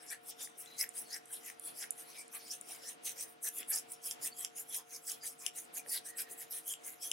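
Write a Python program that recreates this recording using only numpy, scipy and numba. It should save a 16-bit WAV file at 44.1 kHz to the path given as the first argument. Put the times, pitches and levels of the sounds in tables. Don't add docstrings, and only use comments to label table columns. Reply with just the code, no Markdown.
import sys
import numpy as np
from scipy import signal
from scipy.io import wavfile
from scipy.ndimage import uniform_filter1d
from numba import njit

SR = 44100
rng = np.random.default_rng(int(sys.argv[2]) if len(sys.argv) > 2 else 0)


def dump(signal):
    limited = np.clip(np.atleast_2d(signal).T, -1, 1)
    pcm = np.round(limited * 32767).astype(np.int16)
    wavfile.write(sys.argv[1], SR, pcm)


N = 314080

SLIPS_PER_S, SLIP_SPREAD_DB = 4000, 0.5
HISS_WIDTH_HZ, RASP_WIDTH_HZ, SCUFF_WIDTH_HZ = 1800, 600, 300
HISS_BROAD_RE_RESONANCE_DB = 1
REST_HISS_DB, REST_RASP_DB, REST_SCUFF_DB = -79, -79.5, -78.5
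GLIDE_S = 0.04
TABLE_DB, TABLE_FOLLOWS, TABLE_LOW_HZ, TABLE_HIGH_HZ = -67.5, 0.33, 430, 1260
SNAGS_PER_S, SNAG_MEAN_DB, SNAG_DECAY_S = 250, -8, 0.002
WHISTLE_T60_S, WHISTLE_EDGE_S = 0.012, 0.012
WHISTLE_FLICKER_DB, WHISTLE_FLICKER_HZ = 2.5, 40
CATCH_SIGMA_S, CATCH_T60_CYCLES = 0.0099, 11
RISE_S = 0.00088
SNAP_LOW_T60_S = 0.008
RUSTLE_DB, RUSTLE_T60_S, RUSTLE_LOW_HZ, RUSTLE_HIGH_HZ = -21.5, 0.094, 2200, 11100
VALLEY_LOW_HZ, VALLEY_HIGH_HZ = 3750, 4600
PUSH_SIGMA_S, PUSH_T60_S = 0.019, 0.018
AIR_DB = -61
ROOM_BASS_T60_S, ROOM_DB, WALL_CUT_HZ = 0.2, -15.5, 8100
MIC_LOW_HZ, CUTOFF_HZ = 132, 15850

# start_s, attack_s, hold_s, release_s,
#  hiss_db, hiss_hz (mid-stroke), hiss_glide_hz_per_s, top_re_hiss_db,
#  rasp_lag_s, rasp_re_hiss_db, rasp_hz, rasp_glide_hz_per_s, rasp_broad_re_resonance_db,
#  scuff_lag_s, scuff_re_hiss_db, scuff_hz, scuff_broad_re_resonance_db
STROKES = [(0.009, 0.012, 0.12, 0.011, -58.5, 10000, 8813, -14, -0.092, -6, 5400, -1800, -4, -0.033, -6, 1720, 0),
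           (0.11, 0.0098, 0.0037, 0.016, -36, 9800, 2007, -15, -0.015, -3, 5750, 7204, 7, 0.011, -3.5, 1730, 3.5),
           (0.286, 0.017, 0.0092, 0.013, -40.5, 8700, -32300, -8, 0.021, -4.5, 5480, 304, 0, 0.029, -10, 3470, 2),
           (0.425, 0.013, 0.0027, 0.02, -35, 10600, -26400, -10, -0.0033, -3.5, 5800, 7200, 2, -0.011, -10, 3570, -2.5),
           (0.585, 0.0044, 0, 0.029, -39.5, 9800, 29200, -7, 0.019, -12.5, 6170, 5305, 16, 0.01, -15, 2760, 11),
           (0.8, 0.0083, 0.017, 0.013, -29.5, 10800, 18314, -7, -0.0022, -4.5, 5200, 26000, 8.5, 0.0097, -7.5, 2080, -3),
           (0.974, 0.011, 0.0, 0.025, -31.5, 9600, 19276, -11, 0.0045, -13.5, 6300, -10200, 2, -0.0072, -19.5, 3160, 11),
           (1.143, 0.016, 0.0024, 0.013, -36, 10600, 8690, -8, -0.0046, 0.5, 5070, 18000, 2, 0.0069, -5, 1860, 2),
           (1.344, 0.02, 0.012, 0.015, -35, 10400, 2700, -16.4, 0.007, -19.5, 5400, -13300, -2, -0.0052, -14.5, 3180, 6),
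           (1.489, 0.028, 0.0027, 0.013, -40.5, 9600, -18200, -7, -0.0064, -3, 6170, 5094, 7, 0.0055, -5, 1990, 2),
           (1.671, 0.019, 0.0, 0.019, -33.5, 10450, -1500, -15, 0.015, -15, 4470, -2200, 2, 0.0073, -17, 3400, 1),
           (1.768, 0.013, 0.078, 0.012, -44.5, 10700, -1300, -12, 0.014, -2.5, 5300, 9202, 8, 0.055, -2, 2100, 6),
           (2.006, 0.018, 0.0, 0.012, -37.5, 9200, -27900, -12, 0.0023, -15, 7150, -15800, 12, 0.014, -12.5, 2880, 14),
           (2.094, 0.041, 0.029, 0.019, -51, 10100, -2900, -8, 0.02, -2, 4360, 4606, 2, 0.063, -3.5, 2160, 6),
           (2.208, 0.024, 0.00074, 0.011, -39.5, 8800, -13200, -13, -0.0029, -3, 5200, 2136, 10, -0.029, -13.5, 2410, 36),
           (2.34, 0.0086, 0.029, 0.013, -40, 10700, 24693, -9, -0.01, -13.5, 6100, 1709, 3, 0.0037, -8, 2520, 5),
           (2.41, 0.023, 0.099, 0.0046, -57.5, 9100, -9300, -4, -0.013, 0, 4560, 5102, 3.5, -0.0095, -7, 2200, 7),
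           (2.525, 0.0078, 0.011, 0.014, -35.5, 9700, -15800, -10.4, -0.015, -0.5, 5550, 19102, -6, 0.0067, -10, 2750, 6),
           (2.717, 0.026, 0.0084, 0.024, -41, 9900, 13117, -6.5, -0.00073, -5, 6400, 302, 37, 0.018, -6.5, 2200, 5),
           (2.867, 0.027, 0.048, 0.013, -44, 9900, -12200, -10, -0.013, -1.5, 5800, 17120, -1, -0.0037, -8, 1820, 3),
           (3.05, 0.0074, 0.046, 0.018, -38.5, 9800, -12500, -6.5, 0.0046, -4, 6220, -2500, -1.5, 0.013, -7, 3030, 10),
           (3.207, 0.013, 0.005, 0.019, -33.5, 9400, -2400, -6, -0.0073, -3.5, 5900, 9912, -1, -0.018, -15.5, 1700, 18),
           (3.292, 0.022, 0.0, 0.022, -49.5, 9500, -3400, -5, -0.0087, -13, 5870, 5884, 5, -0.054, -2, 1850, 3),
           (3.43, 0.0049, 0.06, 0.0064, -36.5, 8800, -7500, -9, 0.0077, -8, 6120, -1600, -9, 0.019, -12.5, 1690, 4),
           (3.582, 0.023, 0.014, 0.011, -34.5, 10700, -14100, -8, 0.0064, -8.5, 7300, 7296, -2, 0.031, -9, 3390, 3.5),
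           (3.688, 0.0049, 0.1, 0.0099, -35.5, 10550, 4687, -12, 0.037, -4.5, 5700, 895, 9, 0.014, -17, 1700, 6),
           (3.932, 0.016, 0.00061, 0.0075, -38, 10100, -1800, -8, 0.0048, -10.5, 5480, 7702, 11, -0.0033, -18.5, 2300, 6),
           (4.044, 0.0087, 0.072, 0.011, -40, 10400, 7176, -10, 0.0022, -9, 7050, 13095, 7, 0.015, -15.5, 3210, 0),
           (4.223, 0.0053, 0.058, 0.0072, -39, 10050, -5100, -5.5, -0.0029, -6.5, 7060, 3184, -1, 0.015, -11.5, 1880, 2),
           (4.374, 0.014, 0.076, 0.0093, -44, 10840, 9661, -11, -0.0037, -9, 7350, -1100, 6, 0.009, -12, 3260, -1.5),
           (4.572, 0.0081, 0.043, 0.01, -39.5, 10900, 18196, -11, -0.0048, -6.5, 6880, 9993, -3, -0.0034, -20, 2180, 10),
           (4.752, 0.024, 0.0074, 0.015, -30.5, 10500, -7900, -13, 0.012, -7, 6950, -11800, 4, 0.015, -12.5, 3260, 3),
           (4.949, 0.022, 0.014, 0.014, -42, 10400, 16026, -6, -0.0063, -1, 6420, 1093, -1, -0.0089, -11, 2340, 8),
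           (5.09, 0.02, 0.022, 0.019, -35.5, 10500, 4230, -7, 0.00045, -6, 6000, -11800, 36, 0.029, -8.5, 3250, 4.5),
           (5.255, 0.01, 0.0049, 0.024, -33, 10100, 5699, -10, -0.0072, -6, 6600, 2698, 5, -0.0091, -15, 3240, 16),
           (5.399, 0.009, 0.095, 0.0024, -50.5, 10100, -5100, -9, -0.00068, -4, 6260, -6200, 4, 0.021, -7.5, 2400, 0),
           (5.58, 0.012, 0.0057, 0.021, -35.5, 10000, -2300, -8, -0.004, -6.5, 6200, 16191, 8, -0.0096, -14.5, 2800, 17),
           (5.744, 0.0056, 0.048, 0.0096, -40.5, 10500, 2596, -9, 0.012, -5, 6540, -8500, -3.5, 0.017, -13, 2410, 6),
           (5.892, 0.011, 0.089, 0.006, -37.5, 10260, 7205, -9, 0.0075, -7, 4680, -3300, 5, 0.026, -12.5, 1950, 2),
           (6.048, 0.0039, 0.062, 0.0035, -47, 9100, 6423, -10, 0.003, -8.5, 6100, 8500, -2, -0.00048, -11.5, 1850, 20),
           (6.178, 0.0065, 0.044, 0.0084, -38, 10700, 5432, -7, 0.011, -10.5, 5340, 3521, 43, 0.0049, -10.5, 2370, 6),
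           (6.313, 0.0085, 0.011, 0.011, -40, 9500, 10298, -5, -0.00073, -10.5, 6440, 8116, 2, -0.035, -14, 1730, 7),
           (6.376, 0.0061, 0.067, 0.0077, -47.5, 10420, -11700, -8, 0.024, -8, 6740, 2798, 2, 0.011, -11.5, 1820, 11),
           (6.513, 0.0046, 0.076, 0.013, -40.5, 10400, -17600, -11, 0.00056, -14.5, 6200, -1200, 5, 0.0025, -15.5, 1800, 11),
           (6.666, 0.01, 0.069, 0.0088, -40.5, 10340, 2506, -13, 0.017, -4, 6840, 14092, -2, 0.018, -9, 3190, -10.5),
           (6.858, 0.0081, 0.017, 0.026, -37.5, 10700, 17697, -8, -0.0063, -9.5, 6580, 7011, -3, 0.014, -11, 2110, 0.5),
           (7.031, 0.0099, 0.032, 0.019, -36.5, 10600, -5400, -8, -0.0036, -5, 5780, 16909, -2, 0.0055, -12.5, 3270, -5.5)]


def cloth_on_sheet():
    (hiss_db, hiss_hz, hiss_glide, top_db,
     lag_s, rasp_db, rasp_hz, rasp_glide, broad_db) = np.transpose(STROKES)[4:13]
    hiss_gain, hiss_hz, top_db = strokes(0, hiss_db, REST_HISS_DB, hiss_hz, hiss_glide, top_db)
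    rasp_gain, rasp_hz, broad_db = strokes(
        lag_s, hiss_db + rasp_db, REST_RASP_DB, rasp_hz, rasp_glide, broad_db)

    hiss_modes = patchy_modes(8000, 12150, count=18, patchy_db=8)
    hiss = resonant_rub(hiss_hz, HISS_WIDTH_HZ, hiss_modes, HISS_BROAD_RE_RESONANCE_DB, alike=0.82)
    top_modes = patchy_modes(12600, 15600, count=6, patchy_db=4)
    top = stereo(*top_modes, 0.49) * from_db(top_db) / np.sqrt(2)
    rasp_modes = patchy_modes(5000, 7600, count=10, patchy_db=6)
    rasp = resonant_rub(rasp_hz, RASP_WIDTH_HZ, rasp_modes, broad_db, alike=0.65)
    return hiss_gain * (hiss + top) + rasp_gain * rasp


def cloth_scuff():
    columns = np.transpose(STROKES)
    hiss_db, (lag_s, scuff_db, scuff_hz, broad_db) = columns[4], columns[13:]
    gain, scuff_hz, broad_db = strokes(lag_s, hiss_db + scuff_db, REST_SCUFF_DB, scuff_hz, 0, broad_db)
    broad = patchy_modes(1607, 4210, count=10, patchy_db=5.5)
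    scuff = gain * resonant_rub(scuff_hz, SCUFF_WIDTH_HZ, broad, broad_db, alike=0.46)
    table_modes = patchy_modes(TABLE_LOW_HZ, TABLE_HIGH_HZ, count=6, patchy_db=3.5)
    table = stereo(*table_modes, 0.22) / np.sqrt(2)
    return scuff + from_db(TABLE_DB) * rms_one(gain) ** TABLE_FOLLOWS * table


def strokes(lag_s, level_db, rest_db, hz, glide_hz, colour_db):
    # time_s, drag_re_rest_db
    turn_drag = [(0.2, -4), (0.72, 12), (1.23, 4.5), (2.43, 6), (2.8, 9), (2.99, -14), (3.15, 2),
                 (3.38, -14), (3.55, 8.5), (5.5, 1), (5.7, -18), (5.9, 7), (7.0, 6)]
    start_s, attack_s, hold_s, release_s = np.transpose(STROKES)[:4, :, None]
    lag_s = np.reshape(lag_s, (-1, 1))
    t = np.arange(0, N + 32, 32) / SR
    since = t - start_s - lag_s
    hold_s = np.maximum(hold_s - np.maximum(lag_s, 0), 0)
    rising = np.exp(np.clip(-since / np.maximum(attack_s, 0.002), -9, 40))
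    fading = np.exp(np.clip((since - hold_s) / np.maximum(release_s, 0.002), -9, 40))
    power = (from_db(level_db)[:, None] / (1 + rising + fading)) ** 2
    total = power.sum(axis=0)

    glide = np.reshape(glide_hz, (-1, 1)) * np.clip(since - hold_s / 2, -GLIDE_S, GLIDE_S)
    pitch = hz[:, None] + glide
    floor_db = rest_db + np.interp(t, *np.transpose(turn_drag))
    gain = np.sqrt(total + from_db(2 * floor_db))
    tracks = gain, (pitch * power).sum(axis=0) / total, colour_db @ power / total
    return [np.interp(np.arange(N) / SR, t, track) for track in tracks]


def slips():
    sizes = from_db(SLIP_SPREAD_DB * np.minimum(rng.exponential(1, (2, N)), 5))
    sizes = sizes * rng.choice([-1, 1], (2, N))
    born = rng.random((2, N)) < SLIPS_PER_S * from_db(3 * drift(60)) / SR
    return rms_one(sizes * born) + 1.12 * rng.standard_normal((2, N))


def resonant_rub(centre_hz, width_hz, broad, broad_db, alike):
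    r = np.exp(-np.pi * width_hz / SR)
    two_r_cos = 2 * r * np.cos(2 * np.pi * centre_hz / SR)
    once = moving_resonance(slips(), two_r_cos, r)
    peak = steadied(moving_resonance(once, two_r_cos, r))
    mid, side = (peak + from_db(broad_db) * broad) / np.sqrt(1 + from_db(2 * broad_db))
    return stereo(mid, side, alike) / np.sqrt(2)


@njit
def moving_resonance(x, two_r_cos, r):
    y = np.zeros_like(x)
    for i in range(2, x.shape[1]):
        y[:, i] = x[:, i] - x[:, i - 2] + two_r_cos[i] * y[:, i - 1] - r * r * y[:, i - 2]
    return y


def patchy_modes(low_hz, high_hz, count, patchy_db):
    source, out = slips(), 0
    for k, hz in enumerate(np.geomspace(low_hz, high_hz, count)):
        width_hz = 2.32 * hz * np.log(high_hz / low_hz) / count
        t60_s = np.log(1000) / np.pi / width_hz
        mode = signal.lfilter([1, 0, -1], [1], ring(source, hz, t60_s))
        out = out + rms_one(mode) * from_db(patchy_db * drift(11.5)) * (-1) ** k
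    return steadied(band_pass(out, 0.92 * low_hz, 1.1 * high_hz, order=4))


def snags():
    hooked = (rng.random(N) < SNAGS_PER_S / SR) * from_db(SNAG_MEAN_DB) * rng.random(N) * 2
    jumps = signal.lfilter([1], [1, -np.exp(-1 / (SNAG_DECAY_S * SR))], hooked)
    return rms_one(1 + jumps)


def whistles():
    # start_s, length_s, level_db (before flicker), pitch_hz
    whistle_table = [(0.662, 0.16, -61, 4000), (1.034, 0.045, -67, 4400), (2.16, 0.063, -58, 2320),
                     (4.3, 0.035, -57, 4530), (4.698, 0.053, -59.5, 3360), (5.205, 0.077, -54.5, 4840),
                     (5.784, 0.022, -51.5, 2400), (6.057, 0.099, -61, 1880), (6.14, 0.33, -67, 1870),
                     (3.935, 0.033, -64.5, 5500)]
    out, t = np.zeros(N), np.arange(13230) / SR
    noise = rng.standard_normal((len(whistle_table), len(t)))
    for (start_s, length_s, level_db, hz), rub in zip(whistle_table, noise):
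        swell = np.clip(np.minimum(t, length_s - t) / WHISTLE_EDGE_S + 0.5, 0, 1)
        swell = swell * np.clip(t / WHISTLE_EDGE_S, 0, 1)
        tone = rms_one(ring(ring(rub, hz, WHISTLE_T60_S), hz, WHISTLE_T60_S))
        at = round(start_s * SR)
        out[at:at + len(t)] += from_db(level_db) * swell * tone
    return out * from_db(WHISTLE_FLICKER_DB * np.minimum(drift(WHISTLE_FLICKER_HZ), 1))


def catches():
    # centre_s, level_db (before the swell), pitch_hz
    catch_table = [(1.313, -58, 11200), (1.343, -59, 3230), (5.94, -46.5, 4600), (5.975, -45.5, 3940),
                   (6.194, -48.5, 5200)]
    out, t = np.zeros(N), np.arange(-882, 882) / SR
    noise = rng.standard_normal((len(catch_table), len(t))) ** 3
    for (centre_s, level_db, hz), rub in zip(catch_table, noise):
        at = round(centre_s * SR) - len(t) // 2
        rasp = rms_one(above(ring(rub, hz, CATCH_T60_CYCLES / hz), 0.84 * hz))
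        out[at:at + len(t)] += from_db(level_db) * rasp * np.exp(-0.5 * (t / CATCH_SIGMA_S) ** 2)
    return out


def sheet_snaps():
    # contact_s, level_db, top_re_level_db, low_re_level_db, low_hz (pop), left_re_right_db
    snaps = [(0.132, -45, -16, -5, 1700, 9), (0.473, -41, -27, 4.5, 1850, 1), (0.659, -42, -30, 5, 3520, 5),
             (0.839, -40.5, -22, 14.5, 1840, 5), (1.163, -33, -31, 1.5, 1820, 10),
             (1.4996, -41.5, -7, 11, 1940, 1), (1.839, -39.5, -14, 12.5, 1840, 4),
             (3.6294, -42.5, -30, 8.5, 2770, 11), (4.1102, -17.5, -32, -15, 3230, 1),
             (4.447, -17.5, -17.5, -12, 3100, -3), (5.117, -27.5, -12, -17, 3150, -10),
             (5.4633, -17.5, -16.5, -3, 2960, 12.5), (5.8612, -54.5, -24, 16.5, 1770, -2),
             (6.738, -37, -20, 9.5, 2980, 5), (7.1144, -15.5, -17, -1, 2960, 4)]
    # pitch_hz, level_re_snap_db, t60_s
    sheet_modes = [(5480, -7.5, 0.0049), (7480, -12.5, 0.014)]
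    # pitch_hz, level_re_top_db, t60_s
    sheet_top_modes = [(8800, -3, 0.0073), (10550, 12, 0.0047)]
    contact_s, level_db, top_db, low_db, low_hz, pan_db = np.transpose(snaps)
    crack = struck(contact_s, level_db, pan_db, sheet_modes, uneven_db=1)
    crack = crack + struck(contact_s, level_db + top_db, pan_db, sheet_top_modes, uneven_db=1)
    out, after = above(crack, 2500), np.arange(4000)

    rustle_noise = rng.standard_normal((len(snaps), 2, len(after)))
    rustle_fade = from_db(RUSTLE_DB - 60 * after / SR / RUSTLE_T60_S)
    rustles = band_pass(rustle_noise, RUSTLE_LOW_HZ, RUSTLE_HIGH_HZ, order=2) * rustle_fade
    for s, db, low, hz, pan, rustle in zip(contact_s, level_db, low_db, low_hz, pan_db, rustles):
        at = round((s + RISE_S) * SR)
        tone = above(ring(after == 0, hz, SNAP_LOW_T60_S), 1.137 * hz)
        pop = from_db(low + np.outer([0.5, -0.5], pan)) * tone
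        out[:, at:at + len(after)] += from_db(db) * (pop + rustle)[:, :N - at]
    valley = signal.butter(2, [VALLEY_LOW_HZ, VALLEY_HIGH_HZ], "bandstop", fs=SR, output="sos")
    return signal.sosfilt(valley, out)


def wrist_metal():
    # contact_s, level_db, left_re_right_db, upper_modes_re_level_db
    ticks = [(0.89, -53.5, -10, -10), (1.256, -66.5, -8, 4), (1.5958, -62, -7, 11), (1.906, -42.5, -6, 1.5),
             (2.2794, -65, -8, -17), (2.611, -51.5, 5.5, -6)]
    # pitch_hz, level_re_tick_db, t60_s
    metal_modes = [(7200, 12, 0.011), (7850, 11, 0.011), (9400, 19, 0.01), (10400, 15, 0.009),
                   (12100, 12, 0.006)]
    contact_s, level_db, pan_db, upper_db = np.transpose(ticks)
    lower = struck(contact_s, level_db, pan_db, metal_modes[:3], uneven_db=1.5)
    upper = struck(contact_s, level_db + upper_db, pan_db, metal_modes[3:], uneven_db=1.5)
    return band_pass(lower + upper, 6200, 13200, order=4)


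def struck(contact_s, levels_db, pans_db, modes, uneven_db):
    at, out = np.round((np.array(contact_s) + RISE_S) * SR).astype(int), np.zeros((2, N))
    chance = rng.normal(0, 1, (len(at), len(modes)))
    sides = from_db(np.outer([0.5, -0.5], pans_db))
    for k, (hz, mode_db, t60_s) in enumerate(modes):
        clicks = np.zeros((2, N))
        clicks[:, at] = sides * from_db(levels_db + mode_db + uneven_db * chance[:, k]) * (-1) ** k
        out += ring(clicks, hz, t60_s)
    return out


def table_pushes():
    # centre_s, level_db (before the swell), pitch_hz
    pushes = [(2.355, -61, 1150), (2.71, -60, 720), (3.6, -65.5, 300), (3.75, -60.5, 740),
              (3.751, -62, 1290), (4.249, -64, 245), (4.8, -62.5, 1000), (5.43, -65, 1080),
              (5.78, -64.5, 720), (5.88, -61, 484), (6.309, -65.5, 283)]
    out, t = np.zeros(N), np.arange(-2205, 2205) / SR
    noise = rng.standard_normal((len(pushes), len(t)))
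    for (centre_s, level_db, hz), rub in zip(pushes, noise):
        at = round(centre_s * SR) - len(t) // 2
        dull = rms_one(above(ring(rub, hz, PUSH_T60_S), hz))
        out[at:at + len(t)] += from_db(level_db) * dull * np.exp(-0.5 * (t / PUSH_SIGMA_S) ** 2)
    return out


def room(x):
    out, dull = np.zeros((2, N)), np.exp(-2 * np.pi * WALL_CUT_HZ / SR)
    for k, lag in enumerate((rng.uniform(0.0055, 0.027, 16) * SR).astype(int)):
        loop, gain, state = x.copy(), from_db(-60 * lag / SR / ROOM_BASS_T60_S), [0.]
        for i in range(lag, N, lag):
            back, state = signal.lfilter([gain * (1 - dull)], [1, -dull], loop[i - lag:i], zi=state)
            loop[i:i + lag] += back[:N - i]
        out[k % 2] += (loop - x) * (-1) ** (k // 2)
    return out


def hum():
    # pitch_hz, level_db (mean of both sides), left_lead_rad
    hum_tones = [(159.7, -84, -1), (318.5, -77.5, 1.5), (458, -69.5, 1), (720, -67, 1.62), (1330, -74.5, 4),
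                 (1430, -79, 1.3)]
    t, out = np.arange(N) / SR, np.zeros((2, N))
    for hz, level_db, lead_rad in hum_tones:
        phase = 2 * np.pi * hz * t + 0.4 * drift(3.6) + np.outer([0.5, -0.5], lead_rad)
        out += np.sqrt(2) * from_db(level_db + 1.1 * drift(3)) * np.sin(phase)
    return out * from_db([[0.7], [-0.7]])


def air():
    # freq_hz, relative_density_db
    air_low = [(70, -9), (95, -53), (120, -7.5), (190, -18), (260, -2), (500, -2), (1000, -7.5)]
    # freq_hz, relative_density_db
    air_top = [(2700, -11), (5500, -22), (10000, -30), (15800, -45)]
    # freq_hz, likeness (-1 opposed to 1 same)
    air_likeness = [(60, 0.33), (200, 1), (400, -0.95), (700, -0.33), (1300, -0.62), (2400, -0.09),
                    (10000, 0.83)]
    # freq_hz, left_re_right_db
    left_louder = [(100, 7), (400, 0), (1300, 2), (10000, -1.5)]
    out, edges, white = 0, np.geomspace(25, 17000, 28), rng.standard_normal((2, 2, N))
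    together = drift(3.4)
    for k, (low, high) in enumerate(zip(edges, edges[1:])):
        mid, side = band_pass(white[k % 2], low, high, order=2)
        hz = np.sqrt(low * high)
        breath_db = 0.5 * drift(2.5) + 1.8 * together
        pan_db = np.outer([0.5, -0.5], at_hz(left_louder, hz))
        gain_db = at_hz(air_low + air_top, hz) + breath_db + pan_db
        out = out + from_db(gain_db) * stereo(mid, side, at_hz(air_likeness, hz))
    return from_db(AIR_DB) * rms_one(out)


def from_db(db):
    return 10 ** (np.asarray(db) / 20)


def rms_one(x):
    return x / np.sqrt(np.mean(x ** 2) + 1e-20)


def steadied(x):
    return x / np.sqrt(uniform_filter1d(np.mean(x ** 2, axis=0), size=4410))


def at_hz(points, hz):
    table_hz, values = np.transpose(points)
    return np.interp(np.log(hz), np.log(table_hz), values)


def drift(rate_hz):
    r = np.exp(-80 * np.pi * rate_hz / SR)
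    slow = signal.lfilter([1], [1, -2 * r, r * r], rng.standard_normal(N // 40 + 2002))[2000:]
    return np.interp(np.arange(N) / 40, np.arange(len(slow)), rms_one(slow))


def ring(clicks, hz, t60_s):
    r, w = from_db(-60 / (t60_s * SR)), 2 * np.pi * hz / SR
    return signal.lfilter([0, np.sin(w)], [1, -2 * r * np.cos(w), r * r], clicks + 1e-18)


def stereo(mid, side, alike):
    alike = np.clip(alike, -1, 1)
    return np.sqrt(1 + alike) * mid + np.sqrt(1 - alike) * side * [[1], [-1]]


def above(x, hz):
    return signal.sosfilt(signal.butter(4, hz, "high", fs=SR, output="sos"), x)


def band_pass(x, low_hz, high_hz, order):
    return signal.sosfilt(signal.butter(order, [low_hz, high_hz], "band", fs=SR, output="sos"), x)


def scene():
    # time_s, left_re_right_db
    hand_place = [(0, 2), (2.4, 0.5), (3.2, 0), (7.12, 0)]
    pan_db = np.interp(np.arange(N) / SR, *np.transpose(hand_place))
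    cloth = snags() * cloth_on_sheet() + cloth_scuff() + whistles() + catches()
    cloth = cloth * from_db(np.outer([0.5, -0.5], pan_db))
    table = cloth + wrist_metal() + sheet_snaps() + table_pushes()
    return table + from_db(ROOM_DB) * room(table.mean(axis=0)) + hum() + air()


def record(dry):
    steep = signal.ellip(12, 0.5, 75, CUTOFF_HZ, fs=SR, output="sos")
    return signal.sosfilt(steep, above(dry, MIC_LOW_HZ))


dry = scene()
out = record(dry)
dump(out)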